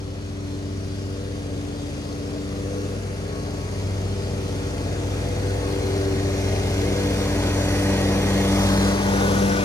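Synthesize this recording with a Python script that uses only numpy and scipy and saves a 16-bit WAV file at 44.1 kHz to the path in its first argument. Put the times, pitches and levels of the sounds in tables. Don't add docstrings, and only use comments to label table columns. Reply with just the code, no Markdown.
import sys
import numpy as np
from scipy import signal
from scipy.io import wavfile
from scipy.ndimage import uniform_filter1d, map_coordinates

SR = 44100
rng = np.random.default_rng(int(sys.argv[2]) if len(sys.argv) > 2 else 0)


def inscribe(sig):
    pcm = np.round(np.clip(np.atleast_2d(sig).T, -1, 1) * 32767)
    wavfile.write(sys.argv[1], SR, pcm.astype(np.int16))


N = 425124
SIZE, HOP = 2048, 512

# time_s, distance_m, bearing (0 ahead left, 1 ahead, 2 beside)
PATH = [(0, 47, 0), (3, 32, 0.09), (5, 21, 0.24), (6.5, 17, 0.49), (7.6, 14, 0.94), (8.4, 8.1, 0.9),
        (8.75, 2.5, 1.33), (9.1, 2.3, 1.71), (9.64, 2.6, 2)]
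# time_s, firing_cycles_hz
SPEED = [(0, 27.45), (.75, 27.31), (1.25, 27.4), (1.75, 27.29), (2.3, 27.42), (2.7, 27.6), (3.3, 27.49),
         (3.8, 27.47), (4.25, 27.54), (4.75, 27.47), (5.3, 27.58), (5.75, 27.56), (6.25, 27.42),
         (6.75, 27.44), (7.25, 27.5), (7.75, 27.63), (8.25, 27.48), (8.7, 27.7), (9.64, 27.73)]
# time_s, deck_roar_db, engine_hiss_db
LEVELS = [(0, -40.5, -48), (.8, -39.5, -46), (1.9, -37.5, -44.5), (3, -36.5, -44), (4.1, -35, -42.5),
          (5, -33.5, -41.5), (5.5, -32.5, -40), (6.5, -30.5, -37.5), (7.2, -29.5, -35), (8.2, -27.5, -33.5),
          (8.6, -27.5, -32), (8.88, -26.5, -31.5), (8.96, -29, -34.5), (9.2, -27, -33.5), (9.64, -28, -35)]


def engine():
    # order, far_db, close_db (both over the roar)
    steadier_orders = [(1, -28, -27), (2, -1.5, -2.5), (3, -1.5, -7.5), (4, -14.5, -20.5), (5, -4, -9),
                       (6, -5.5, -16), (8, -6, -16.5)]
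    # order, level_db (over the roar)
    wavering_orders = [(10, -17), (13, -22.5), (16, -21)]
    return rotation_lines(1, steadier_orders, wavering_orders, slips=.15, phase_rad=throb_rad)


def blades():
    # multiple, far_db, close_db (both over the roar)
    steadier_passes = [(1, 6, 1.5), (1.5, -11.5, -21), (2, -7.5, -2), (3, 0, -3), (4, -3.5, -12),
                       (5, -7, -8.5), (6, -15.5, -12.5), (7, -20.5, -18), (8, -25, -20.5),
                       (9, -22.5, -22.5)]
    # multiple, level_db (over the roar)
    wavering_passes = [(4.5, -24), (10, -33)]
    belt_ratio = 3.545
    return rotation_lines(belt_ratio, steadier_passes, wavering_passes, slips=1, phase_rad=lambda k, hz: 0)


def whines():
    # multiple (of the firing cycle), far_db, close_db (both over the roar)
    whine_lines = [(40.2, -24.5, -26), (15.19, -11, -17)]
    cycle_hz = over_time(SPEED, np.arange(N) / SR)[0]
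    turns = np.cumsum(cycle_hz) / SR
    out = 0
    for k, far_db, close_db in whine_lines:
        hz = k * cycle_hz.mean()
        out = out + tone(k * turns, hz, line_db(hz, far_db, close_db), waver_db=3.0)
    return out


def deck_roar():
    # pitch_hz, relative_db (per Hz)
    roar_colour = [(30, -21), (45, -66), (68, 5), (120, 2), (180, 5), (250, 5.5), (340, 5), (450, 7.5),
                   (620, 3.5), (720, -0.5), (850, 1.5), (1200, -8.5), (1800, -35.5)]
    level_db = over_time(LEVELS, np.arange(N) / SR)[0]
    return wash(roar_colour, level_db, patchy_db=0.73) * puffed((0.03, .15))


def grass_swish():
    # pitch_hz, relative_db (per Hz)
    swish_colour = [(500, 0), (900, 1), (1400, 2.5), (1900, -2.5), (2400, -3.5), (3000, -9), (3800, -18),
                    (5000, -52)]
    t = np.arange(N) / SR
    roar_db, bearing = over_time(LEVELS, t)[0], over_time(PATH, t)[1]
    over_roar_db = np.interp(bearing, range(3), [-8.5, -4, -.5])
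    return wash(swish_colour, roar_db + over_roar_db, patchy_db=1.1) * puffed((.05, 0.16))


def engine_hiss():
    # pitch_hz, relative_db (per Hz)
    hiss_colour = [(2500, -1.5), (3400, 3), (3900, 2.5), (4400, 1.5), (5300, 1.5), (6200, 3), (7200, -2.5),
                   (8300, -5.5), (9600, -2)]
    # pitch_hz, relative_db (per Hz)
    hiss_top = [(11000, -9), (12500, -13), (14800, -11), (15500, -18)]
    top_hz = 6800
    level_db = over_time(LEVELS, np.arange(N) / SR)[1]
    jolts = amp(0.27 * drift(10.) + 0.31 * drift(3.7))
    hiss = wash(hiss_colour + hiss_top, level_db, patchy_db=1.1) * unit(jolts)
    low = signal.oaconvolve(hiss, signal.firwin(101, top_hz, fs=SR)[None], "same")
    high = hiss - low
    return low * puffed((.08, 0.27)) + high * puffed((0.19, 0.3))


def snaps():
    # start_s, peak_db, pitch_hz
    snap_events = [(4.780, -32, 2300), (6.561, -28, 2500), (6.816, -27, 2400), (7.435, -26, 1900),
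                   (8.687, -23, 3500), (8.828, -23, 4000)]
    out, t = np.zeros((2, N)), np.arange(1200) / SR
    envelope = amp(-60 * t / .025) * (1 - np.exp(-t / .001))
    for start_s, peak_db, pitch_hz in snap_events:
        burst = rng.standard_normal((2, len(t))) * envelope
        burst = burst + burst[0]
        b, a = signal.butter(2, [pitch_hz * .6, pitch_hz * 2.0], "bandpass", fs=SR)
        burst = signal.lfilter(b, a, burst)
        start = round(start_s * SR)
        out[:, start:start + len(t)] += amp(peak_db) * burst / abs(burst).max()
    return out


def rotation_lines(ratio, steadier, wavering, slips, phase_rad):
    t = np.arange(N) / SR
    rotation_hz = ratio * over_time(SPEED, t)[0]
    turns, base_hz = np.cumsum(rotation_hz) / SR, rotation_hz.mean()
    roar_db = over_time(LEVELS, t)[0]
    out = 0
    for k, far_db, close_db in steadier:
        hz = k * base_hz
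        waver_db = 1.0 + .25 * np.log(hz / 50)
        out = out + tone(k * turns, hz, line_db(hz, far_db, close_db), waver_db, slips, phase_rad(k, hz))
    for k, level_db in wavering:
        hz = k * base_hz
        out = out + tone(k * turns, hz, roar_db + level_db, 5.1, slips, phase_rad(k, hz))
    return out


def throb_rad(order, hz):
    firing_gap = .375
    muffler_hz, muffler_q, throb_lead_rad = 69, 4, .85
    pair = 1 + .9 * np.exp(-2j * np.pi * order * firing_gap)
    u = hz / muffler_hz
    muffler = 1 / (1 - u ** 2 + 1j * u / muffler_q)
    return throb_lead_rad + np.angle(pair * muffler)


def tone(turns, hz, db, waver_db, slips=1, lead_rad=0):
    t, half = np.arange(N) / SR, np.array([[.5], [-.5]])
    lead, _, tilt_db = (np.interp(t, t[::HOP], c) for c in ports(hz, t[::HOP]))
    slip_rad = hz / 2600 * drift(7.) + hz / 250 * drift(.8)
    angle = 2 * np.pi * turns + lead_rad + slips * slip_rad + half * lead
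    waver = 0.72 * drift(4.) + 0.72 * drift(11.)
    return np.sqrt(2) * amp(db + waver_db * waver + half * tilt_db) * np.cos(angle)


def line_db(hz, far_db, close_db):
    t = np.arange(0, N + HOP, HOP) / SR
    near = np.clip(over_time(PATH, t)[1], 0, 1)
    db = over_time(LEVELS, t)[0] + far_db + near * (close_db - far_db) + swell_db(hz, t)
    return np.interp(np.arange(N) / SR, t, db)


def swell_db(hz, t):
    # middle_s, length_s, line_hz, change_db
    swell_events = [(0.87, 0.47, 97.5, 2), (2.13, 0.88, 97.5, -6.5), (3.44, 0.56, 97.5, -4),
                    (5.7, 0.28, 97.5, -2.5), (9.4, 0.72, 97.5, -2.5), (1.78, 0.3, 195, -9),
                    (4.6, .25, 195, -9), (4.11, 0.75, 195, 3), (0.92, 1.4, 195, 3.5), (2.62, 0.43, 195, 7),
                    (5.53, 1.96, 195, -5), (8.9, 1.86, 195, 4.5), (0.72, 1.14, 292, 2.5),
                    (2.6, 1.8, 292, 2), (3.17, 0.34, 292, -8), (4.09, 0.93, 292, -5.5), (3.7, .2, 292, -5),
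                    (5.1, 1.1, 292, -2.5), (9.3, 0.66, 292, -2.5), (6.6, .3, 292, -5.5),
                    (8.55, 0.56, 292, 3), (7.95, .7, 292, 1.5), (6.25, .4, 292, 1.5),
                    (1.85, 0.85, 390, -9.5), (3.55, .8, 390, -3), (5.07, 0.8, 390, -4.5),
                    (6.25, 1.5, 390, 7.5), (5.15, .5, 390, -3), (8.6, 1.6, 390, 2), (0.63, 0.81, 488, -9),
                    (1.9, 0.58, 488, -7), (2.7, .5, 488, 5), (3.58, .3, 488, -6), (3.3, .5, 488, 1),
                    (4.26, 0.8, 488, 2.5), (5.62, 0.5, 488, 3.5), (6.54, 0.45, 488, -9),
                    (1.3, 0.38, 488, 3.5), (7.12, 0.6, 488, 4.5), (8.15, .8, 488, 2), (9.15, 0.5, 488, 2.5),
                    (8.7, .3, 488, -5), (9.5, 0.34, 488, 2), (0.77, 1.6, 640, -4), (2.3, 1.3, 640, 5),
                    (4.4, 0.69, 640, 4.5), (5.6, 1.3, 510, -7), (6.6, .6, 585, 2), (7.75, 0.6, 585, 5.5),
                    (9, 1.5, 585, 3.5), (2.16, .5, 55, -4), (2.9, 0.44, 82.5, -11), (9.3, 0.96, 82.5, -5.5),
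                    (1.12, 0.29, 165, -4), (9.6, 1.0, 55, -2.5), (3.45, 0.69, 419, 5.5), (.7, 1.3, 220, 2),
                    (0.72, 0.94, 390, 1), (8.5, 0.5, 370, 4), (2.78, 0.39, 1100, 8), (3.5, .7, 1100, 5.5),
                    (4.5, 0.9, 1100, 4), (5.6, .8, 1100, 1), (9.2, .7, 820, 6), (8.87, .7, 878, 4),
                    (5.54, .5, 878, 5), (6.7, 1.5, 878, -4), (2.8, 1.1, 878, -5), (9.3, .3, 780, 8.5),
                    (7.3, .8, 780, 3), (4.2, 1, 630, -5), (5.4, 1, 683, 6), (7, 2.3, 1700, -12),
                    (0.88, .6, 4900, 6), (6, 1, 4212, 5), (4.6, 2, 3800, 5.5), (8.8, .2, 4212, 6),
                    (11, 0.3, 5000, 7), (.3, .8, 4680, -2), (2.2, .8, 4680, 0), (3.3, 0.61, 4680, 3),
                    (4.5, 2.1, 5200, 7), (5.8, .9, 5200, 2), (.7, 1.1, 4870, -3), (2.1, .8, 4870, 4),
                    (3.2, .6, 4870, -1), (5, 0.99, 4870, -1), (8.82, .16, 4100, 5), (7.7, .7, 4212, -5),
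                    (8.4, .5, 3370, 4), (9.3, 0.44, 3370, 1), (7.9, 0.4, 1905, 7), (8.4, .3, 1905, 2),
                    (6.7, .6, 3700, 5), (7, 0.68, 1600, 5), (6.7, 1.1, 2130, 7), (9.35, 0.49, 1470, 10),
                    (4.95, 0.59, 2460, 0), (2, .5, 5620, -5), (6.3, .9, 5620, 1.5), (8.55, .3, 5620, 6)]
    middle_s, length_s, line_hz, change_db = np.transpose(swell_events)[..., None]
    on_line = abs(np.log(line_hz / hz)) < .015
    shape = np.exp(-(2 * (t - middle_s) / length_s) ** 4)
    return (on_line * change_db * shape).sum(0)


def puffed(strengths):
    puff_places = [(.9, .09), (.2, .09)]
    cycle = np.cumsum(over_time(SPEED, np.arange(N) / SR)[0]) / SR
    gain = 1
    for strength, (place, width) in zip(strengths, puff_places):
        offset = (cycle - place + .5) % 1 - .5
        gain = gain + strength * np.exp(-(offset / width) ** 2)
    return unit(gain)


def wash(spectrum, level_db, patchy_db):
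    frames, hz = N // HOP + 5, np.fft.rfftfreq(SIZE, 1 / SR)
    t = np.arange(frames) * HOP / SR
    a, b, c, d, patches, strands = rng.standard_normal((frames, len(hz), 6)).T
    strands = unit(uniform_filter1d(uniform_filter1d(strands, size=3, axis=0), size=70, axis=1))
    patches = unit(uniform_filter1d(uniform_filter1d(patches, size=16, axis=0), size=8, axis=1))
    colour = amp(noise_colour_db(spectrum, hz[:, None], t))
    colour = colour / np.sqrt((colour ** 2).mean(0))
    lead, alike, tilt_db = ports(hz, t)
    alike = np.clip(alike, 0, 1)
    left = a + 1j * b
    right = alike * np.exp(-1j * lead) * left + np.sqrt(1 - alike ** 2) * (c + 1j * d)
    pair = np.array([left * amp(tilt_db / 2), right / amp(tilt_db / 2)])
    z = pair * colour * amp(patchy_db * patches + 1.3 * strands)
    noise = signal.istft(z, nperseg=SIZE, noverlap=SIZE - HOP)[1][:, :N]
    return amp(level_db) * unit(noise)


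def noise_colour_db(spectrum, f, t):
    # pitch_hz, width_hz, far_db, close_db
    cowl_rings = [(660, 60, 2, 1), (1405, 50, -1, -7), (1470, 50, 0, 3), (1600, 50, 1, 3), (1905, 40, 3, 6),
                  (2130, 40, 1, 2.5), (2265, 70, -3, -4), (2460, 150, 2, 1), (3370, 120, 0, 2),
                  (3880, 150, -2, -2), (4100, 100, 0, 0), (4680, 170, 3, 1.5), (4780, 80, 1, 1),
                  (4870, 120, 2, 0), (5620, 120, 1.5, 1)]
    whistle_hz, whistle_width_hz, whistle_db = 4203, 32, 6
    metres, bearing = over_time(PATH, t)
    near = np.clip(bearing, 0, 1)
    colour_db = over_hz(spectrum, f) - 60 * (f < .7 * spectrum[0][0])
    for ring_hz, width_hz, far_db, close_db in cowl_rings:
        ring_db = far_db + near * (close_db - far_db) + swell_db(ring_hz, t)
        colour_db = colour_db + ring_db / (1 + (2 * (f - ring_hz) / width_hz) ** 2)
    whistle_now_db = whistle_db + swell_db(whistle_hz, t)
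    colour_db = colour_db + whistle_now_db / (1 + (2 * (f - whistle_hz) / whistle_width_hz) ** 2)
    colour_db = colour_db - .12 * metres * (f / 10000) ** 1.3
    dip_db, dip_hz = 7.5 * np.tanh(metres / 18), 790 + 4000 / metres
    return colour_db - dip_db * np.exp(-(np.log((f + 1) / dip_hz) / 0.28) ** 2)


def ports(hz, t):
    # 3 x left_lead_rad, 3 x likeness (0-1), 3 x left_minus_right_db
    port_rows = [(100, 0.24, 0.034, 0.079, 0.77, 0.99, 0.86, 1.0, 0.5, -1),
                 (347, 0.89, 0.36, 0.99, 0.97, 0.88, 0.93, 1.5, 1.2, 5),
                 (690, 1.25, 0.85, 1.9, 0.59, 1, 0.63, 5, 3.5, 3.5),
                 (1000, 1.75, 0.58, 2.1, 0.12, 0.86, 0.91, 7.5, 3, 7),
                 (1480, 2.8, 1.55, 2.87, 0.58, 0.92, 0.88, 4, 1.5, 3.5),
                 (2070, 2.15, 0.52, 3.5, 0.43, 0.49, 0.67, 0, -1.5, 1),
                 (2620, 2.7, 1.93, 4.6, 0.17, 1, 0.38, 0.5, -1, 1),
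                 (3530, 3.8, 3.1, 5.3, 0.57, 0.75, 0.95, 3, 0.5, 3.5),
                 (4450, 6.4, 3.7, 7.6, 0.46, 0.33, 0.62, -1, -4, -1),
                 (5030, 6.6, 3.3, 11.7, 0.25, 0.45, 0.22, 2.5, 1, 10),
                 (6100, 7.2, 7.4, 13.5, 0.37, 0.51, 0.49, 1.5, -2, 3),
                 (7060, 5.7, 10, 17, 0.44, 0.097, 0.14, 1.5, 1.4, -1),
                 (9600, 5.1, 12, 19.7, 0.31, 0.1, 0.29, -0.5, -0.5, 0.0),
                 (12200, 8.7, 11, 21, 0.18, 0.16, 0.26, -0.5, 0.0, 0.0)]
    bearing = over_time(PATH, t)[1]
    shares = [np.clip(1 - abs(bearing - pose), 0, 1) for pose in range(3)]
    f, *columns = np.transpose(port_rows)
    read = [np.interp(hz, f, c)[..., None] for c in columns]
    return [sum(r * s for r, s in zip(read[k:k + 3], shares)) for k in range(0, 9, 3)]


def drift(rate_hz):
    knots, t = rng.standard_normal(400), np.arange(0, N + 64, 64) / SR
    curve = map_coordinates(knots, [t * np.clip(rate_hz, .1, 40)], order=3)
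    return unit(np.interp(np.arange(N) / SR, t, curve))


def over_time(rows, t):
    s, *columns = np.transpose(rows)
    return [np.interp(t, s, c) for c in columns]


def over_hz(points, hz):
    f, value = np.transpose(points)
    return np.interp(np.log(hz + 1), np.log(f + 1), value)


def amp(db):
    return 10 ** (np.asarray(db) / 20)


def unit(x):
    return x / np.sqrt(np.mean(x ** 2) + 1e-20)


def scene():
    tones = engine() + blades() + whines()
    noises = deck_roar() + grass_swish() + engine_hiss()
    return tones + noises + snaps()


def record(dry):
    edge = signal.firwin(767, 15600, window=("kaiser", 10), fs=SR)
    return signal.oaconvolve(dry, edge[None], "same")


dry = scene()
out = record(dry)
inscribe(out)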